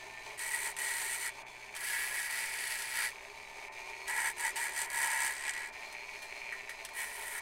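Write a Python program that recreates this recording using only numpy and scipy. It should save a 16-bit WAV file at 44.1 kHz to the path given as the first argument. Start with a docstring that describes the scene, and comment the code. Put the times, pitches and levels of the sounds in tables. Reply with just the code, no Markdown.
"""A small motor tool buzzes and whines over a workbench; again and again its sanding bit rasps a wire.
The chopped mains current knocks the motor 120 times a second, and each knock rings briefly.
Fan and commutator whine on the wandering shaft speed, with a rush of air and brush noise.
The grit scratches the wire, hardest once or twice a turn: the wire hisses and the tool's housing rings."""
import sys
import numpy as np
from scipy import signal
from scipy.io import wavfile
from scipy.ndimage import uniform_filter1d

SR = 44100
rng = np.random.default_rng(int(sys.argv[2]) if len(sys.argv) > 2 else 0)


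def file_out(sig):
    """Save sig as 16-bit WAV at sys.argv[1]."""
    # one column per channel
    cols = np.atleast_2d(sig).T
    # limit, then scale
    lim = np.clip(cols, -1, 1)
    pcm = np.round(lim * 32767).astype(np.int16)
    wavfile.write(sys.argv[1], SR, pcm)


N = 326781
TIME = np.arange(N) / SR  # s
BINS = np.fft.rfftfreq(8192, 1 / SR)  # Hz

# middle speed of the shaft, before its small wobble: t/s, speed/(turns per s)
SHAFT_SPEED = [(0, 71), (.22, 72.3), (.35, 70.7), (.66, 72), (1.06, 61.5), (1.65, 61.7), (2.12, 68),
               (2.42, 60), (3.03, 60), (3.36, 70.2), (3.64, 70.6), (3.73, 74), (3.95, 75.6), (4.05, 78),
               (4.3, 71.5), (4.57, 74.6), (5.25, 67.5), (5.7, 74.4), (5.8, 72.8), (5.92, 75.3), (6.0, 74.5),
               (6.08, 78), (6.28, 74.2), (6.46, 75.8), (6.68, 70.6), (6.93, 75.6), (7.2, 71)]
# strokes that press the wire to the bit: start/s, length/s, attack/s, release/s, hiss level/dB,
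# ring level/dB, change of push from start to end/dB, relative depth of the once-a-turn bite
WIRE_STROKES = [ (0.371, .365, 0.025, .07, -41.5, -42.5, 5.5, 1.5),
                (.769, 0.54, 0.023, 0.04, -40, -42, -6, 1), (1.735, 0.57, 0.1, 0.11, -42.5, -42.5, -1, 0.5),
                (2.168, 0.96, 0.14, 0.067, -42, -43.5, -5, 0.9),
                (4.066, 0.27, 0.034, 0.067, -40, -35, 1.5, 1.6),
                (4.36, 0.17, 0.041, 0.062, -41.5, -38.5, 7, 1.5),
                (4.547, 0.19, 0.021, 0.083, -40, -38, 2, 2), (4.711, .2, 0.063, 0.097, -38.5, -40, 5, 1.5),
                (4.872, 0.497, 0.1, 0.1, -39.5, -37, 0.5, 2),
                (5.303, .22, 0.066, .025, -45.5, -43.5, 14, 3.5),
                (5.5, 0.22, 0.039, 0.08, -48.5, -43, 6, 5), (6.924, 0.48, 0.036, 0.014, -47, -47.5, 19, 1),
                ]
# housing resonances that the grit rings: f/Hz, width/Hz, relative level/dB
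HOUSING_MODES = [(1410, 100, -8), (1910, 81, 4.5), (2207, 215, -3.5), (3014, 24, -9)]
# resonances of the mandrel: f/Hz, width/Hz, relative level/dB
MANDREL_MODES = [(6080, 110, -1), (7144, 220, -0.5), (8270, 490, 2.5), (9170, 1030, -3.5),
                 (12600, 320, -13)]
# broad hiss of the grit: f/Hz, relative level per Hz/dB
GRIT_HISS = [(150, -38), (650, -9), (1200, -14), (1800, 1.5), (3100, 0.5), (3900, -4), (5500, -5.5),
             (8000, -10), (10800, -5), (12000, -11), (14000, -14.5), (16000, -18.5)]
# rush of the fan and brushes: f/Hz, relative level per Hz/dB
AIR_RUSH = [(100, -31), (300, -20), (580, -10), (1050, -7), (1300, -17), (2600, -16.5), (3300, -16),
            (4700, -17.5), (5600, -22), (7300, -21.5), (9200, -26.5), (11000, -28.5), (16000, -38)]
# resonances of the running tool: f/Hz, width/Hz, relative level/dB
TOOL_MODES = [(401, 21.5, -2.5), (680, 63, -6.5), (891, 43, 0.3), (1450, 27, -23), (1880, 170, -11),
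              (2373, 133, -2), (4360, 320, -18), (6320, 360, -17.5), (8850, 340, -21.5)]

# the two housing modes that the fingers damp more or less: f/Hz, width/Hz
GRIP_MODE, BIT_MODE = (915, 66), (1688, 43.4)
KNOCKS_PER_S = 120  # two for each mains cycle


def amp(db):
    """Turns decibels into gain."""
    return 10 ** (np.asarray(db) / 20)


def evened(x):
    """Scales a sound to an rms of one."""
    return x / np.sqrt(np.mean(x ** 2) + 1e-20)


def curves(rows):
    """Joins each column of a table of times by straight lines."""
    s, *columns = np.transpose(rows)
    return [np.interp(TIME, s, column) for column in columns]


def drift(hz):
    """Random wander with rms one: hz new values a second, joined by straight lines."""
    return evened(np.interp(TIME * hz, np.arange(4096), rng.standard_normal(4096)))


def slope(points):
    """Power at each frequency of a broad spectrum."""
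    hz, db = np.transpose(points)
    return amp(np.interp(np.log(BINS + 1), np.log(hz), db)) ** 2


def peaks(modes):
    """Power at each frequency of a set of resonances with steep skirts."""
    return sum(amp(db) ** 2 / (1 + ((BINS - hz) / width) ** 2) ** 2 for hz, width, db in modes)


def top(db, edge_hz=10500):
    """Power of a shelf that raises or lowers the treble."""
    return amp(db / (1 + (edge_hz / (BINS + 1)) ** 8)) ** 2


def colour(x, power):
    """Gives x this power spectrum with a filter that rings only after each impact; rms one."""
    log_gain = np.log(power / power.max() + 1e-10) / 2
    mirrored = np.r_[log_gain, log_gain[-2:0:-1]]
    # the Hilbert transform finds the phase that puts the energy as early as possible
    taps = np.fft.ifft(np.exp(signal.hilbert(mirrored).conj())).real
    return evened(signal.oaconvolve(x, taps[:len(BINS)])[:len(x)])


def each_turn(turns, size=120, wear_per_turn=0.00298):
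    """Small impacts come round again with every turn of the shaft and slowly change in height."""
    place, phase, pace = rng.random(size), rng.random(size), rng.standard_normal(size)
    turn = np.arange(int(turns[-1]) + 1)[:, None]
    height = np.cos(2 * np.pi * (phase + wear_per_turn * pace * turn))
    passes = np.interp(turn + place, turns, np.arange(N))
    impacts = np.bincount(np.round(passes).astype(int).ravel(), height.ravel(), N)
    impacts[-1] = 0  # drops the impacts that would fall after the end
    return evened(impacts)


def room(level_db=-66, hum_db=-69.5, fade_db=-8):
    """Steady room noise and a faint mains hum that slowly fades."""
    # spectrum of the room noise: f/Hz, relative level per Hz/dB
    room_tone = [(5, 0.5), (25, -1), (50, -6.5), (80, -13.5), (170, -19), (215, -13.5), (270, -14.5),
                 (500, -47), (2000, -46)]
    hum = amp(hum_db + fade_db * TIME / TIME[-1]) * np.sin(2 * np.pi * KNOCKS_PER_S * TIME)
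    return hum + amp(level_db) * colour(rng.standard_normal(N), slope(room_tone))


def air(turns, level_db=-51, throb=0.22, unrest_db=1.34):
    """Fan and brush noise in the housing: a chance rush and a rattle that repeats with the shaft."""
    db_per_turn_per_s, idle_turns_per_s = 0.0751, 65.5  # the fan grows louder with speed
    rush = .85 * rng.standard_normal(N) + .53 * each_turn(turns)
    rush = rush * (1 + throb * np.cos(2 * np.pi * turns)) * amp(unrest_db * drift(30))
    speed_db = db_per_turn_per_s * (curves(SHAFT_SPEED)[0] - idle_turns_per_s)
    return amp(level_db + speed_db) * colour(rush, slope(AIR_RUSH) + peaks(TOOL_MODES))


def whine(turns, level_db=-55.0, db_per_turn_per_s=0.4, full_turns_per_s=74):
    """Fluttering tones at multiples of the shaft speed swell as they pass the tool's resonances."""
    # tones of fan, commutator and bearings: multiple of shaft speed, relative level/dB
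    shaft_orders = [(12, -14), (13, -14), (25, 0), (27, -5), (29, -5), (32, -4), (56, 0), (64, -11),
                    (70, -5)]
    lines = 0
    for order, db in shaft_orders:
        level = amp(db + 3.1 * drift(35))
        lines = lines + level * np.sin(2 * np.pi * round(order) * turns + 0.48 * drift(70))
    # the whine grows with speed until full_turns_per_s
    slow_db = db_per_turn_per_s * np.minimum(curves(SHAFT_SPEED)[0] - full_turns_per_s, 0)
    return amp(level_db + slow_db) * colour(lines, slope(AIR_RUSH) + peaks(TOOL_MODES))


def knocks(turns, swing_db=6.5, scatter_db=2.5, segments_per_turn=8):
    """Each half cycle of the mains jolts the motor; the commutator's place sets the jolt's size and lag."""
    # level of the knocks: t/s, level/dB
    knock_levels = [(0, -53.5), (1.5, -54.5), (2.5, -48), (3.3, -55), (3.9, -50), (4.5, -55.5), (5.9, -50),
                    (6.7, -50.5), (7.4, -60)]
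    s = np.arange(1, int(N / SR * KNOCKS_PER_S)) / KNOCKS_PER_S
    late, size = rng.standard_normal((len(s), 2)).T
    segment = segments_per_turn * np.interp(s, TIME, turns) % 1  # place within a commutator segment
    lag_s = .0005 * segment + .00005 * late
    jolts = np.zeros(N)
    place = np.round((s + lag_s) * SR).astype(int)
    jolts[place] = amp(swing_db * np.cos(2 * np.pi * segment) + scatter_db * size)
    ring = peaks([(2300, 290, 0), (880, 100, -16), (6300, 400, -28)])
    return amp(curves(knock_levels)[0]) * colour(jolts, ring)


def touches():
    """Each brief catch or brush of the bit is a puff of hiss and ring that dies away."""
    # catches: t/s, hiss level/dB, ring level/dB, decay/s
    catches = [(0.766, -37, -42, 0.0064), (1.75, -43, -58, 0.015), (1.764, -38.5, -40, 0.009),
               (4.079, -36.5, -48, 0.007), (4.562, -40, -58, 0.042), (5.925, -49, -56, 0.011),
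               (6.22, -48, -49, 0.032), (6.523, -53, -37, 0.023), (6.693, -43.5, -38.5, 0.018),
               (6.8494, -36.5, -48, .008), (6.889, -46, -46, 0.0044)]
    brush = rng.standard_normal(N)
    bright = colour(brush, slope(GRIT_HISS) + peaks(MANDREL_MODES) / 2)
    dull = colour(brush, peaks(HOUSING_MODES + [(*BIT_MODE, -2)]))
    out = np.zeros(N)
    for s, hiss_db, ring_db, decay in catches:
        dying = (TIME >= s) * np.exp(-abs(TIME - s) / decay)
        out += dying * (amp(hiss_db) * bright + amp(ring_db) * dull)
    return out


def pressing(start, length, attack, release):
    """Contact of one stroke, from 0 to 1: attack, hold, release."""
    return np.clip((TIME - start) / attack, 0, 1) * np.clip((start + length - TIME) / release, 0, 1)


def digging():
    """Change of push in dB as the bit digs in or eases off for a moment."""
    # moments: t/s, half length/s, extra push/dB
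    moments = [(0.546, 0.028, 5.5), (0.8, 0.017, -1), (1.286, 0.04, 9), (1.973, 0.065, 5.5),
               (2.156, 0.033, 5.5), (2.35, 0.053, 3), (3.024, 0.082, 10), (4.194, 0.02, 3),
               (4.463, 0.025, 3.5), (5.12, .09, 2), (6.997, 0.065, 12.5), (7.34, 0.12, -3)]
    return sum(db * np.exp(-((TIME - s) / half) ** 2) for s, half, db in moments)


def bite():
    """Relative depth of the once-a-turn bite: each stroke has its own, and light contact deepens it."""
    graze_bite = 3  # extra while only the bit's high spot reaches the wire
    contacts = np.array([pressing(*row[:4]) for row in WIRE_STROKES])
    total = contacts.sum(0)
    stroke_bite = np.array(WIRE_STROKES)[:, -1] @ contacts / (total + 1e-9)
    return stroke_bite + graze_bite * np.maximum(1 - total, 0)


def scratches(turns, chatter, grain_db=2.0, repeat=0.098, unrest=0.34):
    """Grains strike the wire: the same coarse ones on every turn, among many chance ones."""
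    twice_bite = 1  # relative depth of the bite twice a turn, from the oval bit
    grain_gain = amp(grain_db * np.minimum(rng.exponential(1, N), 4))
    fine = rng.standard_normal(N) * grain_gain * (rng.random(N) < .3)
    # high spots bite at once and let go slowly; chatter scales how deep
    let_go = bite() * (turns % 1) + twice_bite * (2 * turns % 1)
    bite_shape = -2 * uniform_filter1d(let_go, size=110)
    force = amp(chatter * (bite_shape + unrest * drift(120)))
    force /= np.sqrt(uniform_filter1d(force ** 2, size=2600))  # keeps the average force steady
    return force * (np.sqrt(repeat) * each_turn(turns) + np.sqrt(1 - repeat) * evened(fine))


def sliding(hiss, shift_db=1.0, shift_hz=9, low_hz=6000, high_hz=10500):
    """The contact slides along the wire, so the bottom and top of the hiss come and go on their own."""
    bottom = signal.sosfiltfilt(signal.butter(3, low_hz, fs=SR, output="sos"), hiss)
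    treble = signal.sosfiltfilt(signal.butter(3, high_hz, "high", fs=SR, output="sos"), hiss)
    bottom_change = amp(shift_db / 2 * drift(shift_hz)) - 1
    treble_change = amp(shift_db * drift(shift_hz)) - 1
    return hiss + bottom_change * bottom + treble_change * treble


def held(scrape, shake, grip_db, bit_db, low_hz, low_db, high_hz, high_db, mandrel_db, top_db):
    """The hiss of bit and wire and the ring of the housing for one way of holding the wire."""
    wire_rings = peaks([(low_hz, 500, low_db), (high_hz, 350, high_db)])
    wire = slope(GRIT_HISS) + amp(mandrel_db) ** 2 * peaks(MANDREL_MODES) + wire_rings
    hiss = colour(scrape, wire * top(top_db))
    housing = peaks(HOUSING_MODES + [(*GRIP_MODE, grip_db), (*BIT_MODE, bit_db)])
    # the housing's widest swings are rounded off, so the ring stays dense
    ring = evened(np.tanh(colour(shake, housing) / 3))
    return hiss, ring


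def grinding(turns, tremor_db=1.16):
    """Scratches hiss in bit and wire and ring the housing while an unsteady hand presses the wire on."""
    # ways of holding the wire: from t/s, grip mode/dB, bit mode/dB, low wire ring f/Hz, its level/dB,
    # high wire ring f/Hz, its level/dB, mandrel modes/dB, treble shelf of the hiss/dB
    grips = [(0, -3.5, -3, 4330, 0.5, 9160, 4, 5.5, 7), (1.5, -9, 6.5, 4700, -1, 10570, 0.5, 0.5, 8.5),
             (2.1, -7, 1, 4580, 2, 10570, -1.5, 0, 6), (3.6, 1, 3.5, 4600, 0, 8600, -3, 6.5, 6.5),
             (5.25, -5, 1.5, 4700, -1.5, 8150, 5, 2, -2), (6.7, -5, -1, 4500, -14, 9400, 4, 1, 8.5)]
    hiss_share = 0.46  # the ring follows the push in full, the hiss only by this part
    tremor, dig_db = amp(tremor_db * drift(22)), digging()
    scrape = sliding(tremor * scratches(turns, 2.52))
    shake = tremor * scratches(turns, 0.85)
    sounds = [held(scrape, shake, *grip[1:]) for grip in grips]
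    out = np.zeros(N)
    for start, length, attack, release, hiss_db, ring_db, change_db, _ in WIRE_STROKES:
        hiss, ring = sounds[sum(start > grip[0] for grip in grips[1:])]  # the grip at this stroke
        on = (TIME > start) & (TIME < start + length)
        push_db = change_db * ((TIME[on] - start) / length - .5) + dig_db[on]
        rasp = amp(hiss_db + hiss_share * push_db) * hiss[on] + amp(ring_db + push_db) * ring[on]
        out[on] += pressing(start, length, attack, release)[on] * rasp
    return out


def bench(x, wet_db=-10, t60=0.04):
    """Adds early echoes from the bench and a small, dry room; they fall 60 dB in t60 seconds."""
    t = TIME[:SR // 3]
    taps = rng.standard_normal(len(t)) * (rng.random(len(t)) < .06) * (t > .002) * amp(-60 * t / t60)
    return x + amp(wet_db) * signal.oaconvolve(x, taps / np.linalg.norm(taps))[:N]


def treble_dropouts(x, above_hz=2700):
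    """Short dropouts dull the treble for a few hundredths of a second."""
    # dropouts: middle t/s, length/s, change of treble level/dB
    dropouts = [(1.445, .036, -17), (2.287, .02, -6), (3.703, .036, -15), (4.88, .036, -12),
                (5.713, .03, -12)]
    low = signal.sosfiltfilt(signal.butter(4, above_hz, fs=SR, output="sos"), x)
    dip_db = sum(db * np.exp(-(2 * (TIME - s) / length) ** 4) for s, length, db in dropouts)
    return low + (x - low) * amp(dip_db)


def scene():
    """One wobbling shaft drives the motor's sounds and the grinding."""
    turns = np.cumsum(curves(SHAFT_SPEED)[0] * (1 + .003 * drift(20))) / SR  # turns since the start
    tool = air(turns) + whine(turns) + knocks(turns) + touches() + grinding(turns)
    return (treble_dropouts(bench(tool)) + room())[None]


def record(dry):
    """Band limit: a steep low-pass filter removes the highest treble."""
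    edge_hz = 15830
    taps = signal.firwin(801, edge_hz, window=("kaiser", 8), fs=SR)
    return signal.oaconvolve(dry, taps[None], "same")


dry = scene()
out = record(dry)
file_out(out)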